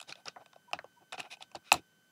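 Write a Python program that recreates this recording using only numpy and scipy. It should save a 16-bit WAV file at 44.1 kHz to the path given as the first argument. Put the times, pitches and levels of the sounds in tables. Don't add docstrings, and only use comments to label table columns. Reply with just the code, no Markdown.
import sys
import numpy as np
from scipy import signal
from scipy.fft import rfft, irfft
from scipy.io import wavfile

SR = 44100
rng = np.random.default_rng(int(sys.argv[2]) if len(sys.argv) > 2 else 0)


def materialize(psi):
    bounded = np.clip(np.atleast_2d(psi).T, -1, 1)
    quanta = np.round(bounded * 32767).astype(np.int16)
    wavfile.write(sys.argv[1], SR, quanta)


N = 93403

# table, hollow, low-mid, wall ring, upper, treble (edge [Hz])
BAND_EDGES = [60, 480, 1100, 2200, 3300, 6500, 17000]
# (frequency [Hz], gain [dB], t60 [s])
MODES = [(95, -10.5, 0.039), (168, -6.5, 0.029), (306, -4, 0.015), (760, -1, 0.012), (900, -6.5, 0.0053),
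         (1350, -9, 0.0085), (1790, -15.5, 0.0081), (2543, -4.5, 0.016), (2848, -5, 0.0051),
         (3800, 0, 0.0049), (5052, -2, 0.0012), (7410, 2.5, 0.0024), (9730, -1.5, 0.00391),
         (13760, -4.5, 0.0034)]
TOP_MODE, TOP_LOSS_DB = len(MODES) - 1, -17
GRIP_COLUMN = {3: 6, 5: 7, 9: 8}
OUTWARD_MODES = (4, 8, 9)
FIRM_DB, FIRM_CONTACT_S, SOFT_CONTACT_S = -23, 0.0005, 0.00093
# (time [s], 5 levels in bands 1-5 [dB], 3 pitches of gripped modes [Hz])
CLICKS = [(0.001, -53, -37.5, -43, -39.5, -43.5, 666, 1350, 3170),
          (0.013, -53, -37, -46, -36.5, -40.5, 726, 1390, 3600),
          (0.027, -52.5, -45, -52, -44, -48.5, 1000, 1300, 3680),
          (0.093, -46, -41.5, -37, -35.5, -51.5, 627, 1300, 4850),
          (0.124, -55.5, -32.5, -30.5, -33.5, -50.5, 790, 1300, 4260),
          (0.155, -53, -48, -49.5, -44, -66, 604, 2000, 3520),
          (0.256, -43, -68, -59, -34.5, -55, 730, 1160, 4880),
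          (0.282, -40.5, -32, -29.5, -25.5, -47.5, 473, 1360, 5500),
          (0.361, -40, -38, -82, -77, -79, 1004, 1960, 6080),
          (0.46, -45.5, -52, -50.5, -51, -58.5, 687, 1670, 3700),
          (0.531, -47.5, -41.5, -60, -48.5, -87, 1040, 1420, 3680),
          (0.559, -42, -85, -58, -57.5, -71, 660, 1432, 3700),
          (0.712, -44.5, -42, -61, -60, -63, 790, 1270, 4300),
          (0.7322, -20.5, -19, -20, -23.5, -40.5, 732, 1226, 5060),
          (0.7894, -36.5, -23, -43.5, -45, -65, 644, 1780, 4180),
          (0.843, -36, -42, -47, -58.5, -65, 507, 1180, 6360),
          (1.123, -34.5, -31.5, -35.5, -34.5, -45.5, 663, 1160, 3700),
          (1.1286, -42.5, -26.5, -27, -36.5, -39, 704, 1370, 4950),
          (1.18, -34, -35, -37.5, -40.5, -65, 760, 1510, 4500),
          (1.197, -35.5, -26.5, -33, -34.5, -43.5, 760, 1700, 3800),
          (1.2024, -58, -43, -27.5, -34.5, -35, 830, 1520, 3760),
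          (1.2291, -57, -62, -42, -46.5, -69, 710, 1910, 3800),
          (1.369, -53, -64, -51, -63, -64, 800, 1520, 3300),
          (1.407, -45, -105, -66, -48, -74, 770, 1180, 3740),
          (1.424, -47.5, -60, -39.5, -33.5, -46, 760, 2170, 3480),
          (1.515, -46, -63, -48.5, -58, -58.5, 760, 1720, 5500),
          (1.548, -35, -34, -44.5, -45, -64, 745, 1240, 5300),
          (1.5535, -36, -36, -39, -36, -44, 570, 1450, 4330),
          (1.7182, -9, -6.5, -6.5, -11, -29, 770, 1266, 3680),
          (1.7194, -25.5, -45, -16, -20.5, -22.5, 780, 1800, 3600),
          (1.7269, -32, -55, -52, -25, -12, 905, 1380, 3720),
          (1.7402, -23.5, -22, -28.5, -24.5, -32, 710, 1190, 3950)]
def clicks():
    out, t = np.zeros(N + 4096), np.arange(400) / SR
    firm_contact = 0.06 * np.exp(-t / FIRM_CONTACT_S)
    soft_contact = 0.25 * t / SOFT_CONTACT_S * np.exp(1 - t / SOFT_CONTACT_S)
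    for click in CLICKS:
        firmness = 1 / (1 + amp(2 * (FIRM_DB - max(click[1:6]))))
        contact = firmness * firm_contact + (1 - firmness) * soft_contact
        pushes = contact * rng.standard_normal((len(MODES), len(t)))
        pushes[:, 0] = [1 if k in OUTWARD_MODES else -1 for k in range(len(MODES))]
        for k, (hz, db, t60) in enumerate(MODES[3:], start=3):
            pitch_hz = click[GRIP_COLUMN[k]] if k in GRIP_COLUMN else hz
            sound = signal.fftconvolve(ring(pitch_hz, t60)[:1024], pushes[k] / np.linalg.norm(pushes[k]))
            level_db = db + click[band_of(hz)] + (1 - firmness) * TOP_LOSS_DB * (k == TOP_MODE)
            out[round(click[0] * SR):][:len(sound)] += amp(level_db) * sound
    return highpass(out[:N], hz=450)


# (gain on the click [dB], t60 [s], rise [s])
TAILS = [(-28, 0.14, 0.0043)] + [(db, 0.1, 0.0018) for db in (-20.5, -20.5, -27, -30, -36.5)]
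def click_tails():
    out, starts = np.zeros(N), [round(click[0] * SR) for click in CLICKS]
    for hz, db, t60 in MODES:
        tail_db, tail_t60, rise_s = TAILS[band_of(hz)]
        column = max(band_of(hz), 1)
        hits = np.zeros(N)
        hits[starts] = amp([tail_db + click[column] for click in CLICKS])
        decay = signal.lfilter([1], [1, -amp(-60 / (tail_t60 * SR))], hits)
        pole = np.exp(-1 / (rise_s * SR))
        envelope = signal.lfilter([1 - pole], [1, -pole], decay)
        out += amp(db) * damped_mode(envelope * rng.standard_normal(N), hz, t60)
    return out


WEAK_MODE, WEAK_LOSS_DB = 11, -8
# (start [s], length [s], 6 levels in bands 0-5 [dB])
RUBS = [(0.067, 0.083, -58.5, -55.5, -49, -56, -51, -67.5), (0.148, 0.095, -72, -65, -62.5, -68, -71, -76),
        (0.252, 0.056, -55, -52, -37, -50.5, -54.5, -67.5), (0.354, 0.046, -76, -51, -48, -78, -82, -95),
        (0.389, 0.059, -66, -55.5, -56.5, -71, -75, -93), (0.998, 0.06, -66.5, -65, -77, -79, -85, -93),
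        (1.124, 0.05, -76, -49, -44, -51, -55, -72), (1.171, 0.067, -50.5, -50.5, -42.5, -46, -51.5, -65),
        (1.223, 0.076, -84, -54, -49, -56, -67, -79), (1.297, 0.072, -90, -56, -62, -46, -49, -60.5),
        (1.396, 0.063, -75, -60, -53.5, -56, -60.5, -73.5),
        (1.543, 0.041, -48, -49, -82, -55.5, -55.5, -75), (1.629, 0.13, -85, -74, -56, -60, -63.5, -78),
        (1.732, 0.083, -42.5, -63, -61, -51.5, -56, -72)]
def rubs():
    out, t, shared = np.zeros(N), np.arange(N) / SR, slips()
    envelopes = np.zeros((6, N))
    for start, length, *levels_db in RUBS:
        progress = np.clip((t - start) / length, 0, 1)
        bell = np.sin(np.pi * progress ** 0.71) ** 2.66
        envelopes += np.outer(amp(levels_db), bell)
    for k, (hz, db, t60) in enumerate(MODES[1:], start=1):
        friction = envelopes[band_of(hz)] * unit_rms(shared + 0.7 * slips())
        loss_db = TOP_LOSS_DB * (k == TOP_MODE) + WEAK_LOSS_DB * (k == WEAK_MODE)
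        out += amp(db + loss_db) * damped_mode(friction, hz, t60)
    return out


def slips(per_s=3500, spread_db=3.5):
    size = amp(spread_db * np.minimum(rng.exponential(1, N), 3))
    slipping = rng.random(N) < per_s / SR
    return unit_rms(size * slipping * np.sign(rng.standard_normal(N)))


# (centre [s], length [s], level [dB], pitch [Hz])
SQUEAKS = [(0.692, 0.033, -55, 967), (0.98, 0.032, -59, 961)]
def squeaks():
    out, t = np.zeros(N), np.arange(N) / SR
    for centre, length, db, hz in SQUEAKS:
        envelope = np.cos(np.pi * np.clip((t - centre) / length, -0.5, 0.5))
        out += amp(db) * envelope * np.sin(2 * np.pi * hz * t)
    return out


# (frequency [Hz], relative density [dB])
HISS_SPECTRUM = [(30, -36), (110, -2.5), (185, 2), (300, -5), (1800, -13.5), (15500, -21.5)]
def hiss(rms_db=-72.5, top_hz=15750):
    hz = np.fft.rfftfreq(N, 1 / SR)
    points_hz, points_db = np.transpose(HISS_SPECTRUM)
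    colour = amp(np.interp(np.log(hz + 1), np.log(points_hz + 1), points_db)) * (hz < top_hz)
    return amp(rms_db) * unit_rms(irfft(rfft(rng.standard_normal(N)) * colour, N))


WHINE_HZ, FIRST_JUMP_S, JUMP_EVERY_S = 1525.4, 0.025, 0.1
STEADY_HZ, STEADY_DB = 4803, -88
# (harmonic number, rms level [dB])
WHINE_PARTIALS = [(1, -74), (2, -79.5), (4, -87), (5, -91)]
def whine():
    t = np.arange(N) / SR
    phase = 2 * np.pi * WHINE_HZ * t + np.pi * np.floor((t - FIRST_JUMP_S) / JUMP_EVERY_S)
    out = amp(STEADY_DB) * np.sin(2 * np.pi * STEADY_HZ * t)
    for harmonic, db in WHINE_PARTIALS:
        out += amp(db) * np.sqrt(2) * np.sin(harmonic * phase + 2 * np.pi * rng.random())
    return out


def ring(hz, t60, rise_cycles=0.55):
    t = np.arange(2048) / SR
    swell = (1 - np.exp(-t * hz / rise_cycles)) ** 2
    mode = swell * amp(-60 * t / t60) * np.sin(2 * np.pi * hz * t)
    return mode / abs(mode).max()


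def damped_mode(force, hz, t60):
    mode = ring(hz, 0.97 * t60)
    return signal.oaconvolve(force, mode / np.linalg.norm(mode))[:N]


def band_of(hz):
    return np.searchsorted(BAND_EDGES, hz) - 1


def amp(db):
    return 10 ** (np.asarray(db, float) / 20)


def unit_rms(x):
    return x / np.sqrt(np.mean(x ** 2) + 1e-20)


def highpass(x, hz):
    return signal.sosfilt(signal.butter(3, hz, "high", fs=SR, output="sos"), x)


def scene():
    return (clicks() + click_tails() + rubs() + squeaks() + hiss() + whine())[None]


def record(dry):
    band_limit = signal.firwin(511, 16900, window=("kaiser", 9), fs=SR)
    return signal.oaconvolve(highpass(dry, hz=70), band_limit[None], "same")


dry = scene()
out = record(dry)
materialize(out)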